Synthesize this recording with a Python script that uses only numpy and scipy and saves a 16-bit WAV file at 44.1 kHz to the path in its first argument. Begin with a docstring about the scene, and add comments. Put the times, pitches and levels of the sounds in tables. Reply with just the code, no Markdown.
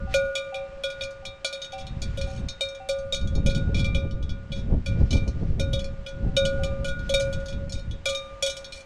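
"""Cowbell on a windy pasture

A grazing cow swings her sheet-metal bell: the clapper hits, bounces and rattles, and the bell rings on.
The bell is a set of decaying sine waves; each blow's hardness and landing spot set their strengths.
A second bell sounds from far away, and the forest edge answers the near bell with a faint noise-like tail.
Shaped noise makes the contact cracks and chatter, brushing grass, gusts and outdoor hush;
low sine pulses make wind thumps."""
import sys
import numpy as np
from scipy import signal
from scipy.fft import rfft, irfft, next_fast_len
from scipy.io import wavfile
from scipy.ndimage import map_coordinates

SR = 44100
rng = np.random.default_rng(int(sys.argv[2]) if len(sys.argv) > 2 else 0)


def put_to_file(sound):
    """Save the sound as 16-bit audio at rate SR, in the file named by the first command-line argument."""
    columns = np.atleast_2d(sound).T  # one column per channel
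    safe = np.clip(columns, -1, 1)
    whole_steps = np.round(safe * 32767)
    wavfile.write(sys.argv[1], SR, whole_steps.astype(np.int16))


N = 390285

# Clapper blows: t/s, strength/dB, hardness of the contact/(dB per octave),
# landing spot round the mouth/turns, height on the wall (-1 lip to 1 shoulder)
STRIKES = [(0.1403, -18, -2.5, 0.44, 0.39), (0.3528, -25.0, 1, 0.608, -0.6),
           (0.5431, -33.5, -2.5, 0.102, -0.56), (0.836, -26.3, -2, 0.594, 0.2),
           (0.901, -40, 2, 0.612, -0.7), (1.0087, -30.5, -0.5, 0.584, 0.0076),
           (1.2522, -34.5, 2.5, 0.508, -0.33), (1.4458, -24.5, 2.5, 0.88, 0.034),
           (1.4633, -34, 5.5, 0.188, -0.86), (1.5267, -32, 1.3, 0.782, 0.057),
           (1.617, -36.5, 4.2, 0.146, -0.049), (1.721, -38, 0.5, 0.21, -0.28), (2.018, -33, 4, 0.048, 0.52),
           (2.173, -33, -3, 0.382, -0.42), (2.4854, -40, 8.5, 0.906, 0.42),
           (2.608, -27.5, 0.7, 0.692, -0.26), (2.888, -25, -2, 0.326, -0.34),
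           (3.124, -27.5, -1.3, 0.338, -0.94), (3.145, -34, 6, 0.38, 0.05),
           (3.461, -26.5, 0.5, 0.776, 0.63), (3.4957, -33, 2, 0.886, 0.19), (3.548, -34, 3.5, 0.896, 0.6),
           (3.7445, -35, 4, 0.618, -0.95), (3.7929, -32, 1.6, 0.866, -0.13), (3.844, -32, 1, 0.85, -0.6),
           (3.9464, -29.5, -0.75, 0.102, -0.39), (4.2928, -41.5, 3.5, 0.88, 0.45),
           (4.519, -38.5, 2, 0.232, 0.58), (4.86, -32, 1.5, 0.632, -0.19), (5.107, -33.5, 7, 0.532, -0.51),
           (5.128, -30.5, 3, 0.838, -0.091), (5.596, -26.5, -0.6, 0.036, 0.47),
           (5.7313, -26.5, -2.0, 0.994, -0.14), (5.792, -36, 1, 0.982, -0.019),
           (6.063, -37, 0.4, 0.1, 0.39), (6.366, -19, -0.5, 0.684, 0.082),
           (6.4519, -23.5, 0.0, 0.822, 0.56), (6.6345, -28.5, -2, 0.968, -0.94),
           (6.845, -29, -0.5, 0.65, 0.44), (6.882, -32, -1.5, 0.884, 0.75),
           (7.093, -26, -1.5, 0.718, -0.23), (7.139, -18, -1.7, 0.034, 0.16),
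           (7.1976, -24, -0.5, 0.312, 0.33), (7.327, -36.5, 2.5, 0.328, 1), (7.7217, -38.5, 7, 0.18, 0.33),
           (8.056, -23, 0.5, 0.88, -0.27), (8.089, -24, -2.7, 0.974, -1), (8.148, -30, -0.2, 0.552, -0.93),
           (8.4246, -23.5, 1, 0.726, 0.21), (8.4617, -26.5, 1.5, 0.72, 0.51),
           (8.4973, -31.5, 2, 0.514, 0.2), (8.5673, -37.5, 2.5, 0.708, 0.24),
           (8.7221, -38.5, 5.5, 0.946, -0.46)]
# Strong modes (ways the bell vibrates): f/Hz, level/dB, time to fall 60 dB/s,
# swing with landing spot/dB, phase of the wave round the mouth/turns, gain at the shoulder/dB
BELL = [(548.4, 0.5, 0.69, 3.4, 0.5, 1.5), (1201.8, -25, 2.06, 4, 0.6, -9),
        (1446.2, -15.5, 1.27, 6, 0.53, 11), (2364, -13.5, 0.37, 9.5, 0.29, -13),
        (2411, -12, 0.2, 11, 0.57, -2), (3010, -8.5, 0.053, 8, 0.76, 3.5), (3373, -7, 0.16, 8, 0.86, 4.5),
        (3715, -7.5, 0.28, 10.5, 0.18, -10)]
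# Upper modes of the bell: f/Hz, relative level/dB
UPPER = [(4021, -6), (4265, 0), (4511, 0), (4917, -8), (5127, -9), (5283, -8), (5443, -2), (5507, -3),
         (5755, -6), (6056, -4), (6388, 0), (6584, -8), (6887, -5), (6950, -7), (7165, -12), (7278, -11),
         (7973, -9), (8053, -10), (8328, -8), (8834, -13), (9523, -12), (9792, -15)]
# Times when the clapper dances on the wall: t/s, length/s, relative level/dB
RATTLES = [(1.781, 0.04, -39.5), (2.238, 0.16, -45), (3.767, 0.048, -30), (4.53, 0.075, -42),
           (7.748, 0.054, -43), (8.745, 0.077, -41)]
PIVOT_HZ = 2000  # hardness tilts the strong modes around this pitch


def amp(db):
    """Turn decibels into a gain."""
    return 10 ** (np.asarray(db) / 20)


def unit(x):
    """Scale to an rms (average strength) of 1."""
    return x / np.sqrt(np.mean(x ** 2) + 1e-20)


def fade(t, t60):
    """Die away freely, 60 dB down after t60 seconds."""
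    return np.exp(-np.log(1000) * t / t60)


def swell(s, half_s):
    """Make a smooth bump of height 1 around a moment."""
    return np.exp(-((np.arange(N) / SR - s) / half_s) ** 2)


def along(points, hz):
    """Read a value between (Hz, value) points on a log pitch axis."""
    f, v = np.transpose(points)
    return np.interp(np.log(hz + 1), np.log(f + 1), v)


def wobble(rate):
    """Make a smooth random curve through rate random points a second."""
    return map_coordinates(rng.standard_normal(int(N * rate / SR) + 4), [np.arange(N) * rate / SR])


def filtered(x, response):
    """Multiply each frequency of a sound by a given response."""
    m = next_fast_len(N + SR // 2)
    return irfft(rfft(x, m) * response(np.fft.rfftfreq(m, 1 / SR)), m)[:N]


def noise(spectrum):
    """Make coloured noise of rms 1."""
    return unit(filtered(rng.standard_normal(N), lambda hz: amp(along(spectrum, hz))))


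def add(track, start, sound):
    """Mix a sound into a track from a start sample."""
    track[start:start + len(sound)] += sound[:N - start]


def meadow_hush(level_db, drift_db):
    """Outdoor hush: soft coloured noise whose level drifts slowly."""
    # colour of the hush: f/Hz, relative density/dB
    spectrum = [(30, 0), (1500, -8.5), (3000, -14), (8000, -29), (15000, -77)]
    return amp(level_db + drift_db * wobble(2.846)) * noise(spectrum)


def wind(level_db, lump_db, bright_db, flutter_db, thump_db, thump_hz):
    """Eddies buffet the microphone; strong ones give one low push each and flutter higher in pitch."""
    # course of the gusts: t/s, relative level/dB
    gusts = [(0.0, -34), (0.24, -39.5), (0.37, -54), (1.28, -45.5), (1.6, -62), (1.87, -35), (2.46, -31.5),
             (2.55, -46.5), (2.8, -53.5), (3.4, -23.5), (3.78, -21.5), (3.929, -28), (4.3, -30),
             (4.38, -37.5), (4.73, -22), (4.83, -34), (4.97, -23), (5.36, -30), (5.74, -26), (6.07, -44),
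             (6.21, -30), (7.93, -33.5), (8.01, -44.5), (8.85, -54.5)]
    # colour of the buffeting: f/Hz, relative density/dB
    buffet = [(20, 2), (70, -0.5), (120, -5), (200, -10), (320, -23), (500, -27.5), (900, -44), (3000, -96)]
    # single strong eddies: t/s, relative level/dB
    thumps = [(3.378, -20.5), (3.682, -22), (4.041, -23.5), (4.722, -20.5), (5.01, -19), (5.149, -19.5),
              (5.284, -20.5), (5.421, -22), (5.642, -27), (6.251, -23)]
    thump_s = 0.035  # half length of the extra flutter at a thump
    strong_gust_db = -24.5  # stronger gusts get extra flutter, weaker ones less
    t = np.arange(N) / SR
    flow = amp(np.interp(t, *np.transpose(gusts)))
    thump_flow = sum(amp(db) * swell(s, thump_s) for s, db in thumps)
    gust_db = 20 * np.log10(np.hypot(flow, thump_flow))
    eddies = unit(noise(buffet) * amp(lump_db * np.tanh(wobble(35))))
    # the flutter is the part of the eddies above about 250 Hz
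    flutter = filtered(eddies, lambda hz: hz ** 2 / (hz ** 2 + 250 ** 2))
    force_db = 0.4 * (gust_db - strong_gust_db) + bright_db + flutter_db * np.tanh(wobble(20))
    pushes = np.zeros(N)
    for s, db in thumps:
        hz = thump_hz * 2 ** rng.uniform(-0.3, 0.45)
        pushes += amp(db + thump_db) * swell(s, thump_s / 2) * np.sin(2 * np.pi * hz * (t - s))
    rumble = flow * (eddies - flutter)
    return amp(level_db) * (rumble + amp(gust_db + force_db) * flutter) + pushes


def bell_modes(crowd_db, upper_t60, count):
    """The bell's strong and upper modes plus a crowd of weak overtones: Hz, gain, t60."""
    # shape of the crowd of weak modes: f/Hz, relative level/dB
    overtones = [(4000, 4.5), (7000, 8), (7700, -13.5), (8400, 4), (9600, 1), (10500, -4), (11700, -5.5),
                 (15500, -26.5)]
    hz, db, t60, *_ = np.transpose(BELL)
    upper_hz, upper_db = np.transpose(UPPER)
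    crowd_hz = np.linspace(overtones[0][0], overtones[-1][0], count) + rng.uniform(-38.0, 40, count)
    crowd = amp(crowd_db) * unit(amp(along(overtones, crowd_hz))) / np.sqrt(count)
    high_hz = np.r_[upper_hz, crowd_hz]
    # among these, the higher a mode, the sooner it dies
    high_t60 = upper_t60 * (high_hz / upper_hz[0]) ** -.4
    return np.r_[hz, high_hz], np.r_[amp(db), amp(upper_db), crowd], np.r_[t60, high_t60]


def blow(modes, strength_db, hardness, spot, height, scatter_db, bright):
    """Hard contact favours the treble; the landing spot picks among the strong modes."""
    upper_db = -4.5  # all upper modes together, against the blow's strength
    hz, gain, _ = modes
    *_, swing_db, best_phase, shoulder_db = np.transpose(BELL)
    low, high = slice(len(BELL)), slice(len(BELL), None)
    # each higher mode fits one more wave round the mouth
    waves = 2 + np.arange(len(BELL))
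    place_db = swing_db * np.cos(2 * np.pi * (waves * spot - best_phase)) + shoulder_db * height
    hardness_db = hardness * np.log2(hz[low] / PIVOT_HZ)
    strong = gain[low] * amp(strength_db + hardness_db + place_db)
    # hardness raises the upper modes as if about 1.6 octaves above the pivot
    level_db = strength_db + upper_db + 1.64 * hardness
    # loud blows reach higher, hard ones crowd the energy into the lowest upper modes
    tilt_db = (bright * (level_db + 34) - 1.54 * hardness) * np.log2(hz[high] / hz[high][0])
    # chance also shares out their energy
    upper = gain[high] * amp(tilt_db + scatter_db * rng.standard_normal(len(tilt_db)))
    return np.r_[strong, amp(level_db) * upper / np.linalg.norm(upper)]


def cowbell(modes, scatter_db, attack_cycles, bright):
    """Each blow checks the old ringing, more so when strong, and adds its own energy to every mode."""
    humming_db = -37  # the lowest modes still ring from an earlier swing
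    check_db = -37.5  # a blow of this strength takes half the energy out of the old ringing
    hz, gain, t60 = modes
    pushes = [amp(humming_db) * np.sqrt(gain) * (hz < PIVOT_HZ)]
    pushes += [blow(modes, *row, scatter_db, bright) for s, *row in STRIKES]
    kept = [0] + [1 / np.hypot(1, amp(row[1] - check_db)) for row in STRIKES]
    starts = [0] + [round(row[0] * SR) for row in STRIKES] + [N]
    t = np.arange(np.diff(starts).max() + 1) / SR
    free = np.exp(2j * np.pi * np.outer(hz, t)) * fade(t, t60[:, None])
    # every mode builds up over a few of its own cycles: the treble speaks first
    onset = free[:, :SR // 20] * np.exp(-(np.outer(hz, t[:SR // 20]) / attack_cycles) ** 2)
    out, left = np.zeros(N), np.zeros(len(hz))
    for push, share, start, stop in zip(pushes, kept, starts, starts[1:]):
        size = np.hypot(push, share * abs(left)) + 1e-12
        # a mode that gains much energy starts afresh; the others swing on in step
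        fresh = np.clip(1 - abs(left) / size, 0, 1)
        phase = np.angle(left) + fresh * rng.uniform(-np.pi, np.pi, len(hz))
        state = size * np.exp(1j * phase)
        add(out, start, (state @ free[:, :stop - start]).imag)
        # the old motion hands over smoothly to the new
        add(out, start, ((left - state) @ onset).imag)
        left = state * free[:, stop - start]
    return out


def far_bells():
    """The neighbour's bell rings in two fading sines, its blows softened by distance."""
    # the far blows: t/s, level/dB
    far_blows = [(.072, -36), (0.524, -32), (1.222, -44), (1.729, -30), (2.271, -38.5), (2.8, -34.5),
                 (6.27, -43.5), (6.591, -39)]
    # modes of the far bell: f/Hz, relative level/dB, time to fall 60 dB/s
    far_modes = [(771, -2.5, 0.56), (2690, -23, 0.93)]
    out, t = np.zeros(N), np.arange(SR) / SR
    for s, db in far_blows:
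        start = round(s * SR)
        ring = np.zeros(SR)
        for hz, level, t60 in far_modes:
            ring += amp(level) * np.sin(2 * np.pi * hz * (t + start / SR)) * fade(t, t60)
        add(out, start, amp(db) * ring * (1 - fade(t, 0.015)))
    return out


def grass(grain_db):
    """Blades of grass brush past each other: short soft swishes of grainy noise."""
    # the swishes: t/s, half length/s, level/dB
    brushes = [(0.142, 0.045, -46.5), (1.008, 0.036, -53.5), (2.128, 0.069, -55), (5.08, 0.18, -55),
               (5.444, 0.1, -60), (7.074, 0.067, -55)]
    # colour of the blades: f/Hz, relative density/dB
    blades = [(500, -14.5), (1800, 15), (5500, 6.5), (9000, -9.5), (14000, -47)]
    swishes = sum(amp(db) * swell(s, half_s) for s, half_s, db in brushes)
    return swishes * unit(noise(blades) * amp(grain_db * wobble(46)))


def clapper(crack_db, crack_t60, chatter_db, chatter_t60, dance_db, width_hz):
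    """Each contact cracks, then skids in an uneven chatter coloured by the wall; dancing chatters too."""
    # colour of the contact noise, with a strong hollow hump near 620 Hz: f/Hz, relative density/dB
    contact = [(380, -36.5), (620, 41), (950, -13), (1900, 9.5), (2600, -1.5), (4500, -16.5), (7000, -22),
               (7700, -14), (9500, -15), (15000, -35)]
    crack, chatter, t = np.zeros(N), np.zeros(N), np.arange(SR // 2) / SR
    for s, strength_db, hardness, *_ in STRIKES:
        level_db = strength_db + 0.5 * hardness
        add(crack, round(s * SR), amp(level_db + crack_db) * fade(t, crack_t60))
        add(chatter, round(s * SR), amp(level_db + chatter_db) * fade(t, chatter_t60))
    for s, length, db in RATTLES:
        chatter += amp(db + dance_db) * swell(s + length / 2, length / 2)
    skid = unit(amp(5 * wobble(140)))
    wall_hz = [hz for hz, *_ in [*BELL, *UPPER] if hz > PIVOT_HZ]

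    def wall(f):
        """The wall answers strongly near each of its own pitches."""
        return sum(1 / (1 + ((f - hz) / width_hz) ** 2) for hz in wall_hz)

    return crack * noise(contact) + chatter * skid * unit(filtered(noise(contact), wall))


def rattle(modes, tap_rate, tap_db, run_db, bounce_db, bounce_s):
    """Light taps stir only the treble modes: single ones, runs, and two quick rebounds after each blow."""
    # the clapper grazes the wall once: t/s, relative level/dB
    grazes = [(1.036, -24.5), (1.1084, -37.5), (1.6452, -30), (1.8677, -35), (2.213, -27), (2.648, -37),
              (2.6874, -36.5), (2.7482, -40), (2.9867, -41.5), (3.2126, -39), (3.274, -36.5),
              (3.3527, -29.5), (3.994, -45), (4.1104, -38.5), (4.227, -38.5), (5.148, -38), (5.168, -29),
              (5.2778, -31.5), (5.8433, -32), (6.0864, -35.5), (6.992, -41), (7.4011, -45.5),
              (7.459, -34.5), (7.484, -31.5), (7.502, -38), (7.526, -38.5), (7.6954, -33), (7.911, -39),
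              (8.6446, -31.5)]
    hz, gain, t60 = (column[modes[0] > PIVOT_HZ] for column in modes)
    t = np.arange(SR) / SR
    rings = np.sin(2 * np.pi * np.outer(hz, t)) * fade(t, t60[:, None])
    rings *= (gain / np.linalg.norm(gain))[:, None]
    # a soft contact favours the lower modes and leaves the highest weak
    rings *= (amp(10 * (hz < UPPER[0][0])) / np.hypot(1, (hz / 7500) ** 2))[:, None]
    taps = [(s, db + tap_db) for s, db in grazes]
    for s, db, hardness, *_ in STRIKES:
        for k in (1, 2):
            delay = k * bounce_s * rng.uniform(0.42, 1.5)
            taps.append((s + delay, db + 0.5 * hardness + k * bounce_db))
    for s, length, db in RATTLES:
        delays = np.r_[0, np.cumsum(rng.uniform(.5, 2, size=20)) / tap_rate]
        varies = rng.normal(0, 1.0, size=21)
        taps += [(s + delay, db + run_db + vary) for delay, vary in zip(delays, varies) if delay < length]
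    out = np.zeros(N)
    # each tap stirs the modes in its own random mix
    mixes = rng.standard_normal((len(taps), len(hz)))
    for (s, db), ring in zip(taps, mixes @ rings):
        add(out, min(round(s * SR), N), amp(db) * ring)
    return out


def vary_treble(bell, treble_hz):
    """The bell's treble, above treble_hz, grows and shrinks over time."""
    # course of the treble: t/s, change in level/dB
    course = [(1.8, -2), (2.6, 1), (3.2, 1), (3.8, -5), (7.2, -1.5), (8.1, 0.5), (8.45, 4.5), (8.7, 1.5)]
    treble = filtered(bell, lambda hz: 1 - 1 / (1 + (hz / treble_hz) ** 10))
    return bell + treble * (amp(np.interp(np.arange(N) / SR, *np.transpose(course))) - 1)


def forest(x):
    """Trees scatter a faint late answer, a noise tail whose middle and upper pitches die soonest."""
    # how long the answer lasts: f/Hz, time to fall 60 dB/s
    decay = [(600, 4.06), (3000, 0.57), (12000, 0.86)]
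    hz, t, z = signal.stft(rng.standard_normal(SR), SR, nperseg=256)
    tail = signal.istft(z * fade(t, along(decay, hz)[:, None]), SR, nperseg=256)[1]
    # the answer builds up gradually
    tail *= 1 - fade(np.arange(len(tail)) / SR, 0.14)
    return signal.fftconvolve(x, tail / np.linalg.norm(tail))[:N]


def scene():
    """Mix the bells, the forest's answer, wind, grass and the hush of the meadow."""
    air = meadow_hush(level_db=-54.5, drift_db=1.93) + grass(grain_db=3.0)
    air += wind(level_db=3.5, lump_db=4.5, bright_db=-0.5, flutter_db=3, thump_db=3, thump_hz=64.7)
    modes = bell_modes(crowd_db=3.0, upper_t60=0.13, count=130)
    bell = cowbell(modes, scatter_db=6, attack_cycles=3.2, bright=0.08)
    bell += rattle(modes, tap_rate=110, tap_db=-5.0, run_db=-4.5, bounce_db=-5.5, bounce_s=0.0082)
    bell += clapper(crack_db=-13.0, crack_t60=0.06, chatter_db=-12.5, chatter_t60=0.19,
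                    dance_db=-12, width_hz=45)
    bell = vary_treble(bell, treble_hz=5200)
    bell += amp(-19) * forest(bell)
    return (bell + far_bells() + air)[None]


def record(dry):
    """Keep only the sound below a sharp upper limit in pitch."""
    top_hz = 15700
    return filtered(dry[0], lambda hz: hz < top_hz)[None]


dry = scene()
out = record(dry)
put_to_file(out)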